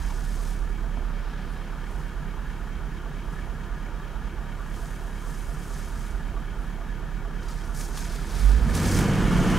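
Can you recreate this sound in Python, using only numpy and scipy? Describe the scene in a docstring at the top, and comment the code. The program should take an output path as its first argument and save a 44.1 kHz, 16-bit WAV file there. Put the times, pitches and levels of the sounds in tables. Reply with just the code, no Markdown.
"""Open grassland: a vehicle stands with its eight-cylinder engine idling, then revs hard to pull away.
A big animal swishes through dry grass nearby, with snapping stalks and a few thuds over a faint hiss.
The engine's uneven firings clatter in the block, growl in the exhaust pipe and boom in the body.
Under load the intake hums, a rasp opens up and the body jolts as the vehicle moves off."""
import sys
import numpy as np
from scipy import signal
from scipy.fft import rfft, irfft, next_fast_len
from scipy.io import wavfile

SR = 44100
rng = np.random.default_rng(int(sys.argv[2]) if len(sys.argv) > 2 else 0)


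def waveform_to_disk(signal):
    """Save audio, clipped to [-1, 1], as 16-bit WAV at the path in sys.argv[1]."""
    frames = np.transpose(np.atleast_2d(signal))
    scaled = np.clip(frames, -1, 1) * 32767
    samples = np.round(scaled).astype(np.int16)
    wavfile.write(sys.argv[1], SR, samples)


N = 422478


def from_db(db):
    """Decibels to gain."""
    return 10 ** (np.asarray(db) / 20)


def rms_one(x):
    """Normalise to rms 1."""
    return x / np.sqrt(np.mean(x ** 2) + 1e-20)


def automation(rows):
    """One curve for each column after the time, one value a sample."""
    times, *columns = np.transpose(rows)
    return [np.interp(np.arange(N) / SR, times, column) for column in columns]


def ride(fader, load_db):
    """Level in dB of a fader (idle level [dB], load share) that rides the engine load."""
    idle_db, share = fader
    return idle_db + share * load_db


def swells(rows):
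    """Envelope of swells (time [s], peak [dB], 20 dB rise [s], 20 dB fall [s]), added as powers."""
    t = np.arange(0, N + 64, 64) / SR
    power = sum(from_db(db - 20 * np.maximum((s - t) / rise, (t - s) / fall)) ** 2
                for s, db, rise, fall in rows)
    return np.interp(np.arange(N) / SR, t, np.sqrt(power))


def resonance(x, hz, width_hz):
    """Two-pole band-pass with gain 1 at its peak."""
    r = np.exp(-np.pi * width_hz / SR)
    poles = [1, -2 * r * np.cos(2 * np.pi * hz / SR), r * r]
    return signal.lfilter([(1 - r * r) / 2, 0, (r * r - 1) / 2], poles, x + 1e-18)


def steep_resonance(x, hz, width_hz):
    """Two band-pass stages in series, each width_hz wide."""
    return resonance(resonance(x, hz, width_hz), hz, width_hz)


# stereo image of grass and block: (frequency [Hz], left-right likeness [0..1])
STEREO_LIKENESS = [(200, 1), (1400, 1), (3100, 0.82), (6800, 0.93), (15000, 0.81)]

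def coloured(mid_side, eq, low_hz=10, high_hz=20000):
    """EQ and band-limit a mid/side pair, then spread it to left and right at rms 1."""
    size = next_fast_len(N)
    hz = np.maximum(np.fft.rfftfreq(size, 1 / SR), 1)

    def curve(points):
        point_hz, values = np.transpose(points)
        return np.interp(np.log(hz), np.log(point_hz), values)

    gain = from_db(curve(eq)) / np.sqrt((1 + (low_hz / hz) ** 12) * (1 + (hz / high_hz) ** 12))
    alike = curve(STEREO_LIKENESS)
    mid, side = rfft(mid_side, size)
    stereo = np.sqrt(1 + alike) * mid + np.sqrt(1 - alike) * side * [[1], [-1]]
    return rms_one(irfft(gain * stereo, size)[:, :N])


def open_air():
    """A faint, wide bed of hiss."""
    return from_db(-62.5) * rms_one(resonance(rng.standard_normal((2, N)), hz=5300, width_hz=19000))


# thuds, some layered: (time [s], level [dB], pitch [Hz], stage width [Hz], 60 dB decay [s])
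THUD_HITS = [(0.091, -38.5, 880, 250, 0.24), (0.967, -38, 220, 80, 0.2), (0.971, -41, 650, 400, 0.13),
             (0.972, -43, 1100, 500, 0.12), (0.972, -55, 2200, 900, 0.08), (1.1, -44, 1100, 600, 0.12),
             (1.1, -41, 450, 200, 0.05), (7.429, -46, 4700, 1800, 0.035), (7.484, -45, 4300, 3500, 0.05),
             (7.973, -38, 1090, 900, 0.07), (7.974, -38, 3600, 1600, 0.06), (8.515, -44, 3900, 2500, 0.06),
             (8.697, -41, 2800, 1800, .03), (8.915, -32, 4900, 3500, 0.035)]

def thuds():
    """Short puffs of noise, each dying away in one broad resonance."""
    t = np.arange(SR // 4) / SR
    out = np.zeros(N + len(t))
    for s, level_db, hz, width, t60 in THUD_HITS:
        puff = rms_one(steep_resonance(rng.standard_normal(len(t)), hz, width))
        out[round(s * SR):][:len(t)] += from_db(level_db - 60 * t / t60) * puff
    return out[:N]


# stalks breaking: (time [s], relative level [dB])
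STALK_SNAPS = [(4.9594, -47), (6.0661, -42), (7.4295, -49), (7.4829, -39), (7.4885, -42), (7.7473, -35),
               (7.811, -29), (7.9543, -36), (7.9758, -29), (8.121, -37), (8.4941, -30), (8.517, -34),
               (8.699, -37), (8.8, -36), (8.841, -30), (8.9162, -33), (8.9894, -23), (9.154, -36)]

def snap_envelope():
    """Each breaking stalk is an instant spike with a 2 ms decay."""
    spikes = np.zeros(N)
    for s, db in STALK_SNAPS:
        spikes[round(s * SR)] = from_db(db - 10)
    return signal.lfilter([1], [1, -np.exp(-1 / (.002 * SR))], spikes)


# tone of dry grass: (frequency [Hz], EQ gain [dB])
GRASS_EQ = [(1470, 0), (2500, -1), (2980, -5), (3480, -1), (4600, -3.5), (6300, 3), (7700, -5.5),
            (9000, -3), (10600, -4.5), (12300, -10), (14800, -11.5), (15800, -20)]
# moves through the grass:
# (time [s], peak [dB], 20 dB rise [s], 20 dB fall [s], dull band trim [dB], crisp band trim [dB])
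GRASS_SWISHES = [(.1, -50.5, 4.9, 0.92, -1, -1.5), (.32, -54, .08, .5, 1, -1),
                 (.51, -50, 1.1, 0.18, -0.5, 1.5), (1.28, -68.5, 0.48, 1, 18, 0),
                 (1.52, -65, .05, 0.11, 0, 9), (1.91, -68, .05, .12, 0, 10), (1.96, -60, 0.34, 0.42, 0, 2),
                 (2.5, -64, .1, .2, 0, 2), (2.58, -70, .04, .1, 0, 7), (3.34, -60, .25, 0.4, 0, 1),
                 (4.76, -55, 0.096, .4, 0, 0), (4.86, -54.5, 0.54, 0.55, -5, 2.5),
                 (5.31, -51.5, 0.42, 0.98, -4, 2.5), (5.64, -61, 0.27, .3, -5, 7),
                 (5.79, -48.5, 0.49, 0.31, -3, 0), (6.03, -51, 0.54, 0.34, -3, 0),
                 (6.61, -68, .04, .1, 2, 8), (6.67, -63, 0.55, 0.21, 0, 0), (7.44, -59, .06, .2, 3, 0),
                 (7.52, -49.5, 0.18, 0.28, 1.5, -1.5), (7.66, -52.5, 0.16, .12, -4, 0),
                 (7.755, -43.5, 0.02, 0.27, -10, 0), (7.81, -41.5, 0.087, 0.14, -6, 2),
                 (7.85, -45, .15, 0.083, -6, 0), (7.98, -39, 0.083, 0.26, -2, -2),
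                 (8.15, -46.5, .2, 0.18, 3.5, 0), (8.39, -42.5, 0.38, 0.55, 2.5, 0),
                 (8.699, -47, 0.09, 0.084, -8, 0), (8.75, -34.5, 0.03, 0.19, 1.5, -0.5),
                 (8.77, -44, 0.074, 0.15, -4, 4), (8.85, -38.5, 0.059, 0.32, 0, 1),
                 (8.89, -39.5, 0.14, 0.3, 1, -5), (8.975, -33, 0.22, 0.11, -6, 0),
                 (9.1, -45, 0.092, 0.055, -4, -12), (9.45, -43.5, 0.93, 1.3, -6, -2)]
STALKS_PER_S, CRACKLE_DB = 1200, -5
FLICKER_HZ, FLICKER_DB = 12, 1.4
DULL_HZ, CRISP_HZ = 4470, 8220   # crossovers
RUSTLE_FADER = (-65.5, 1)

def grass(load_db):
    """Dry stalks brush past in clumps of hiss and crackle; a steady rustle rises with the engine load."""
    stalks = rng.random((2, N)) < STALKS_PER_S / SR
    strength = from_db(4 * np.minimum(rng.exponential(1, (2, N)), 4))
    crackle = rms_one(stalks * strength * rng.choice([-1, 1], (2, N)))
    swish = coloured(rng.standard_normal((2, N)) + from_db(CRACKLE_DB) * crackle, GRASS_EQ)
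    flicker = rms_one(resonance(rng.standard_normal((3, N)), FLICKER_HZ, 2 * FLICKER_HZ))
    rustle, snaps = from_db(ride(RUSTLE_FADER, load_db)), snap_envelope()
    times, peak_db, rise, fall, dull_db, crisp_db = np.transpose(GRASS_SWISHES)
    bands = [("low", DULL_HZ, dull_db), ("band", [DULL_HZ, CRISP_HZ], 0), ("high", CRISP_HZ, crisp_db)]
    out = 0
    for clumps, (kind, edges_hz, trim_db) in zip(from_db(FLICKER_DB * flicker), bands):
        band = signal.sosfilt(signal.butter(4, edges_hz, kind, fs=SR, output="sos"), swish)
        brushing = clumps * swells(zip(times, peak_db + trim_db, rise, fall))
        out = out + (np.hypot(brushing, rustle) + snaps) * band
    return out


# bands of the block that speak under load:
# (centre [Hz], stage width [Hz], idle level [dB], load share [dB/dB], slope past the knee [dB/octave])
RASP_BANDS = [(144, 44, -54, 2.1, -53), (181, 17, -67.5, 1.51, 14), (997, 14, -82.5, 1.87, 4),
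              (1412, 14, -84, 1.76, 5), (214.5, 41, -58, 2.1, -53), (2900, 450, -87.5, 1.93, 6),
              (449, 75, -64.5, 1.71, -23), (298, 116, -60.5, 1.72, -22), (1750, 220, -75.5, 1.55, -4),
              (1130, 500, -79.5, 1.7, 14.5), (2180, 180, -76.5, 1.82, -16)]
RASP_KNEE_PER_S = 82.4

def rasp(per_s, load_db):
    """Resonant noise that opens up with load and shifts colour once the firing rate passes the knee."""
    noise = rng.standard_normal(N)
    octaves = np.log2(np.maximum(per_s / RASP_KNEE_PER_S, 1))
    return sum(from_db(db + share * load_db + slope * octaves) * rms_one(steep_resonance(noise, hz, width))
               for hz, width, db, share, slope in RASP_BANDS)


# throttle hum: (multiple of the firing rate, resonance [Hz], width [Hz], peak level at idle load [dB])
INTAKE_TONES = [(1, 90.5, 17, -43), (1.5, 181, 15, -50), (1.625, 182.4, 10.6, -46.5), (2, 230, 50, -59),
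                (3, 399.6, 61, -56)]

def intake(firings, per_s, load_db):
    """The open throttle hums in tones that track the revs and bloom at the air box's resonances."""
    out = 0
    for multiple, hz, width, db in INTAKE_TONES:
        bloom = 1 / (1 + ((multiple * per_s - hz) / width) ** 2) ** 2
        tone = np.sqrt(2) * np.sin(2 * np.pi * multiple * firings)
        out = out + from_db(db + load_db) * bloom * tone
    return out


# the engine's lope, a row per cylinder in firing order: (body accent [dB], exhaust accent [dB],
# exhaust delay [firings], drone accent [dB], clatter accent [dB], tick accent [dB])
CYLINDER_ACCENTS = [(0.5, 4.4, 0.04, 1, 6, 3), (0.75, -0.5, 0.2, 4, 6, 4), (-0.25, -1.6, 0.18, 2, 6, 5),
                    (-3.0, 1.3, 0.2, 2, 4, 7), (0.1, 1.7, 0.22, 3, 5, 3), (2.7, -4.9, 0.47, 5, 4, 2),
                    (-0.6, -1.8, 0.09, 4, 6, 1.5), (-0.25, -1.7, 0.03, 6, 3, 3)]
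BODY_ACCENT, EXHAUST_ACCENT, EXHAUST_DELAY, *BLOCK_ACCENTS = np.transpose(CYLINDER_ACCENTS)

def pulses(firings, per_s, accent_db, delay, rough_db):
    """A click per firing, sized by cylinder and by chance; the harmonics hold their level at any revs."""
    count = np.arange(-1, int(firings[-1]))
    cylinder = count % 8
    onsets = np.searchsorted(firings, count + delay[cylinder])
    clicks = np.zeros(N + 1)
    clicks[onsets] = from_db(accent_db[cylinder] + rough_db * rng.standard_normal(len(count)))
    return clicks[:N] * SR / per_s / np.sqrt(2)


# ringing parts of the block; each swings once and three times in eight firings: (pitch [Hz], width [Hz],
# boost [dB], slow swing phase [firings], slow swing [dB], fast swing phase [firings], fast swing [dB])
BLOCK_MODES = [(341, 9.6, 4.5, 4.9, 7, 2.6, 2.5), (399, 6.8, 6.5, 6.2, 2, 1.5, -2),
               (485, 73, 2.5, 1.1, 0, 0, 0), (575, 3.1, 9, 3.8, 4, -1.5, -2.5),
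               (676.6, 15, 10, 6.66, 4.5, -0.6, 2.5), (743, 14, 7.5, 7.4, 0, 0.5, 6),
               (792, 9, 5.5, 4.5, 5.5, 1.5, 2), (889, 43, 3.5, 7.4, 3, 1.1, 1.5),
               (940, 11, 8.5, 0.56, -0.5, .5, 2.5), (1021, 33, 5, 5.8, 2, 0.5, 1),
               (1159, 14, 5, 7.2, 4, 1.5, 7), (1219, 22, 8.5, 7.4, 0, 1.2, -3.5),
               (1262, 8, 7, 0.45, 1.5, 4.5, 1.5), (1338, 17, 5.5, 7.9, 4, 0.8, 2),
               (1410, 10.5, 4.5, 6, 3, 0.7, 4.5), (1446, 18, 6.5, 5.7, 1, 1.54, 4.5),
               (1520, 33, 4.5, 5.1, 0.5, 2, 3.5), (1663, 25, 5, 1.25, 4, 1, 3),
               (1711, 24, 5.5, 2.3, 2, 2.6, 3.5), (1850, 20, 3.5, 1.6, 4, 0, 4),
               (2246, 75, 7, 3.8, 3.5, 0, 0.5), (3162, 77, 6, 3.8, 1.5, 0, 0),
               (3775, 55, 7.5, 0.48, 0.8, 0, -2)]
RING_FADE_PER_DB = 0.018   # share of the boost and swing lost per dB of load

def block_rings(drive, firings, load_db, low_hz, high_hz):
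    """Metal parts ring in turn as the cylinders fire; load drowns them."""
    clarity = np.clip(1 - RING_FADE_PER_DB * load_db, 0, 1)
    out = 0
    for hz, width, boost_db, slow_at, slow_db, fast_at, fast_db in BLOCK_MODES:
        if low_hz < hz < high_hz:
            slow = slow_db * np.cos(np.pi * (firings - slow_at) / 4)
            fast = fast_db * np.cos(3 * np.pi * (firings - fast_at) / 4)
            out = out + (from_db(clarity * (boost_db + slow + fast)) - 1) * resonance(drive, hz, width)
    return out


# tone of the block: (frequency [Hz], EQ gain [dB])
BLOCK_EQ = [(150, 14), (250, -1.5), (400, -0.5), (550, -7), (800, -10.5), (1100, -14.5), (1750, -13),
            (2030, -22), (3300, -24.5), (3600, -31), (7000, -36), (15800, -104)]
# the clatter sinks and swells as the idle settles: (time [s], level [dB])
CLATTER_TRIM = [(0, 2), (.3, -2), (.5, -1), (1.05, 0), (1.3, 0.5), (1.7, 1), (2.0, 0.5), (9.58, -0.5)]
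DRONE_FADER, CLATTER_FADER = (-47.5, 0.83), (-46.5, 0.68)
SWELL_SHARE = 0.58   # part of each accent that survives the smoothing mass of the block
SWELL_LAG = 0.81   # firings from the pulse to the peak of the clatter
KNOCK_DB, TICK_DB, TICK_FROM_HZ = -5, -7.5, 1950

def block(firings, per_s, load_db):
    """Combustion noise swells at each firing as drone, clatter and tick; knocks strike the lower rings."""
    turn = firings - SWELL_LAG + .5
    swell = SWELL_SHARE * np.sin(np.pi * turn) ** 2
    cylinder = np.floor(turn).astype(int) % 8
    drone_db = ride(DRONE_FADER, load_db)
    clatter_db = ride(CLATTER_FADER, load_db) + automation(CLATTER_TRIM)[0]
    tick_db = clatter_db + TICK_DB + 0.11 * (clatter_db - np.median(clatter_db))   # brighter under load
    bands = [(200, 800, drone_db), (800, TICK_FROM_HZ, clatter_db), (TICK_FROM_HZ, 20000, tick_db)]
    knocks = pulses(firings, per_s, BLOCK_ACCENTS[1], np.full(8, SWELL_LAG), rough_db=1.0)
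    knocks = from_db(KNOCK_DB) * rms_one(knocks * np.sqrt(per_s)) * [[1], [0]]   # mid only
    out = 0
    for accent_db, (low, high, level_db) in zip(BLOCK_ACCENTS, bands):
        noise = from_db(swell * accent_db[cylinder]) * rng.standard_normal((2, N))
        drive = noise + knocks * noise.std() * (low < TICK_FROM_HZ)
        rings = block_rings(drive, firings, load_db, low, high)
        out = out + from_db(level_db) * coloured(noise + rings, BLOCK_EQ, low, high)
    return out


# voice of the exhaust pipe: (pitch [Hz], first stage width [Hz], relative level [dB],
# load share [dB/dB], throb peak [firings], throb at idle [dB], throb sharpness)
PIPE_MODES = [(112, 15, -8, -.62, 0, 0, 1), (131, 16, -8, -.05, .5, 3.5, 1.5),
              (149, 12, -5, -.1, .7, 8.5, 1.0), (179, 11, -8, .35, 3.3, 11, 6),
              (196, 22, -8, -.05, 3.3, 6, 6), (240, 60, -12.5, .08, 0, 0, 1)]
GROWL_FADER, GAS_DB = (-42.5, 1.16), -8

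def exhaust(firings, per_s, load_db):
    """Uneven pipe lengths delay each cylinder's pulse; pulses and turbulent gas ring the pipe."""
    clarity = np.clip(1 - 2 * RING_FADE_PER_DB * load_db, 0, 1)   # load flattens the throb

    def pipe(drive):
        out = 0
        for k, (hz, width, db, share, peak_at, throb_db, sharpness) in enumerate(PIPE_MODES):
            throb = np.exp(sharpness * (np.cos(np.pi * (firings - peak_at) / 4) - 1))   # once in eight
            gain = from_db(db + share * load_db + clarity * throb_db * throb)
            out = out + (-1) ** k * gain * resonance(resonance(drive, hz, width), hz, 3 * width)
        return rms_one(out)

    beats = pipe(pulses(firings, per_s, EXHAUST_ACCENT, EXHAUST_DELAY, rough_db=1.3))
    mid, side = pipe(rng.standard_normal((2, N)))
    gas = mid + 0.16 * side * [[1], [-1]]
    return from_db(ride(GROWL_FADER, load_db)) * rms_one(beats + from_db(GAS_DB) * gas)


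# low end of the vehicle's body: (pitch [Hz], stage width [Hz], gain [dB], left minus right [dB])
BODY_MODES = [(27.3, 6, -24.5, -8), (33.8, 9.5, -29.5, -8.5), (47.7, 7.4, -15.5, -9), (71.5, 10, -43, -3)]
# pressure pulses reaching the body: (time [s], level below the split [dB], level above it [dB])
BODY_DRIVE = [(0, 1.5, -3), (.25, 3.5, -1.5), (1.1, 2.5, -6), (1.3, -2.5, -5.5), (4, -1.6, -1),
              (8.3, 0.5, -2), (8.38, 13, 5), (8.42, 15, 5.5), (8.47, -9, -7), (8.56, 19, 7), (8.64, 3, -18),
              (9.58, 17, 8)]
# jolts as the vehicle moves off: (time [s], level before panning [dB])
BODY_JOLTS = [(8.7, -19.5), (9.0, -28.5), (9.3, -25.5), (9.53, -25)]
JOLT_RISE_S, JOLT_FALL_S = 0.33, 0.15
SHAKE_FADER, BODY_SPLIT_HZ = (-44, .62), 40

def body_boom(firings, per_s, load_db):
    """Pulses ring the body's low modes over an irregular shaking, all heavier on the right."""
    drive = pulses(firings, per_s, BODY_ACCENT, delay=np.zeros(8), rough_db=0.6)
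    jolts = swells([(s, db, JOLT_RISE_S, JOLT_FALL_S) for s, db in BODY_JOLTS])
    shake_db = ride(SHAKE_FADER, load_db)
    shake = rms_one(resonance(resonance(rng.standard_normal(N), 45, 52), 45, 24))
    wide_shake = rms_one(resonance(rng.standard_normal((2, N)), 46.4, 18.6))
    out = np.hypot(from_db(shake_db), jolts) * shake * from_db([[-4.5], [3]])
    out += from_db(shake_db - 1) * wide_shake
    low_db, high_db = automation(BODY_DRIVE)
    for hz, width, level_db, pan_db in BODY_MODES:
        drive_db = low_db if hz < BODY_SPLIT_HZ else high_db
        mode = steep_resonance(drive * from_db(drive_db), hz, width)
        out += from_db([[level_db + pan_db / 2], [level_db - pan_db / 2]]) * mode
    return out


# a fast idle that dips and settles, then the rev: (time [s], firing rate [1/s])
ENGINE_SPEED = [(0.0, 36.5), (0.9, 37.2), (1.2, 35.31), (1.5, 35.29), (1.9, 36.15), (8.2, 36.3),
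                (8.452, 48.6), (8.56, 57.9), (8.72, 80.5), (8.81, 87.5), (8.9, 93.4), (9.01, 99.4),
                (9.29, 106), (9.58, 118)]
# how hard the engine works: (time [s], load over idle [dB])
ENGINE_LOAD = [(0, 0), (7.8, 0), (8.2, 2), (8.4, 4), (8.55, 7.5), (8.68, 10.5), (8.85, 16.5), (9.0, 19),
               (9.25, 19), (9.58, 21.5)]

def scene():
    """The mix: five engine layers on one firing clock, with grass, thuds and air behind them."""
    per_s, = automation(ENGINE_SPEED)
    load_db, = automation(ENGINE_LOAD)
    firings = np.cumsum(per_s) / SR - .03   # running count, starting just short of the first firing
    air = open_air()
    engine = body_boom(firings, per_s, load_db) + intake(firings, per_s, load_db)
    engine += exhaust(firings, per_s, load_db) + rasp(per_s, load_db) + block(firings, per_s, load_db)
    return engine + grass(load_db) + thuds() + air


CUTOFF_HZ = 15730

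def record(dry):
    """The master leans slightly right and passes a steep high cut."""
    balance = from_db([[-.2], [.2]])
    high_cut = signal.ellip(12, .5, 70, CUTOFF_HZ, fs=SR, output="sos")
    return signal.sosfilt(high_cut, balance * dry)


dry = scene()
out = record(dry)
waveform_to_disk(out)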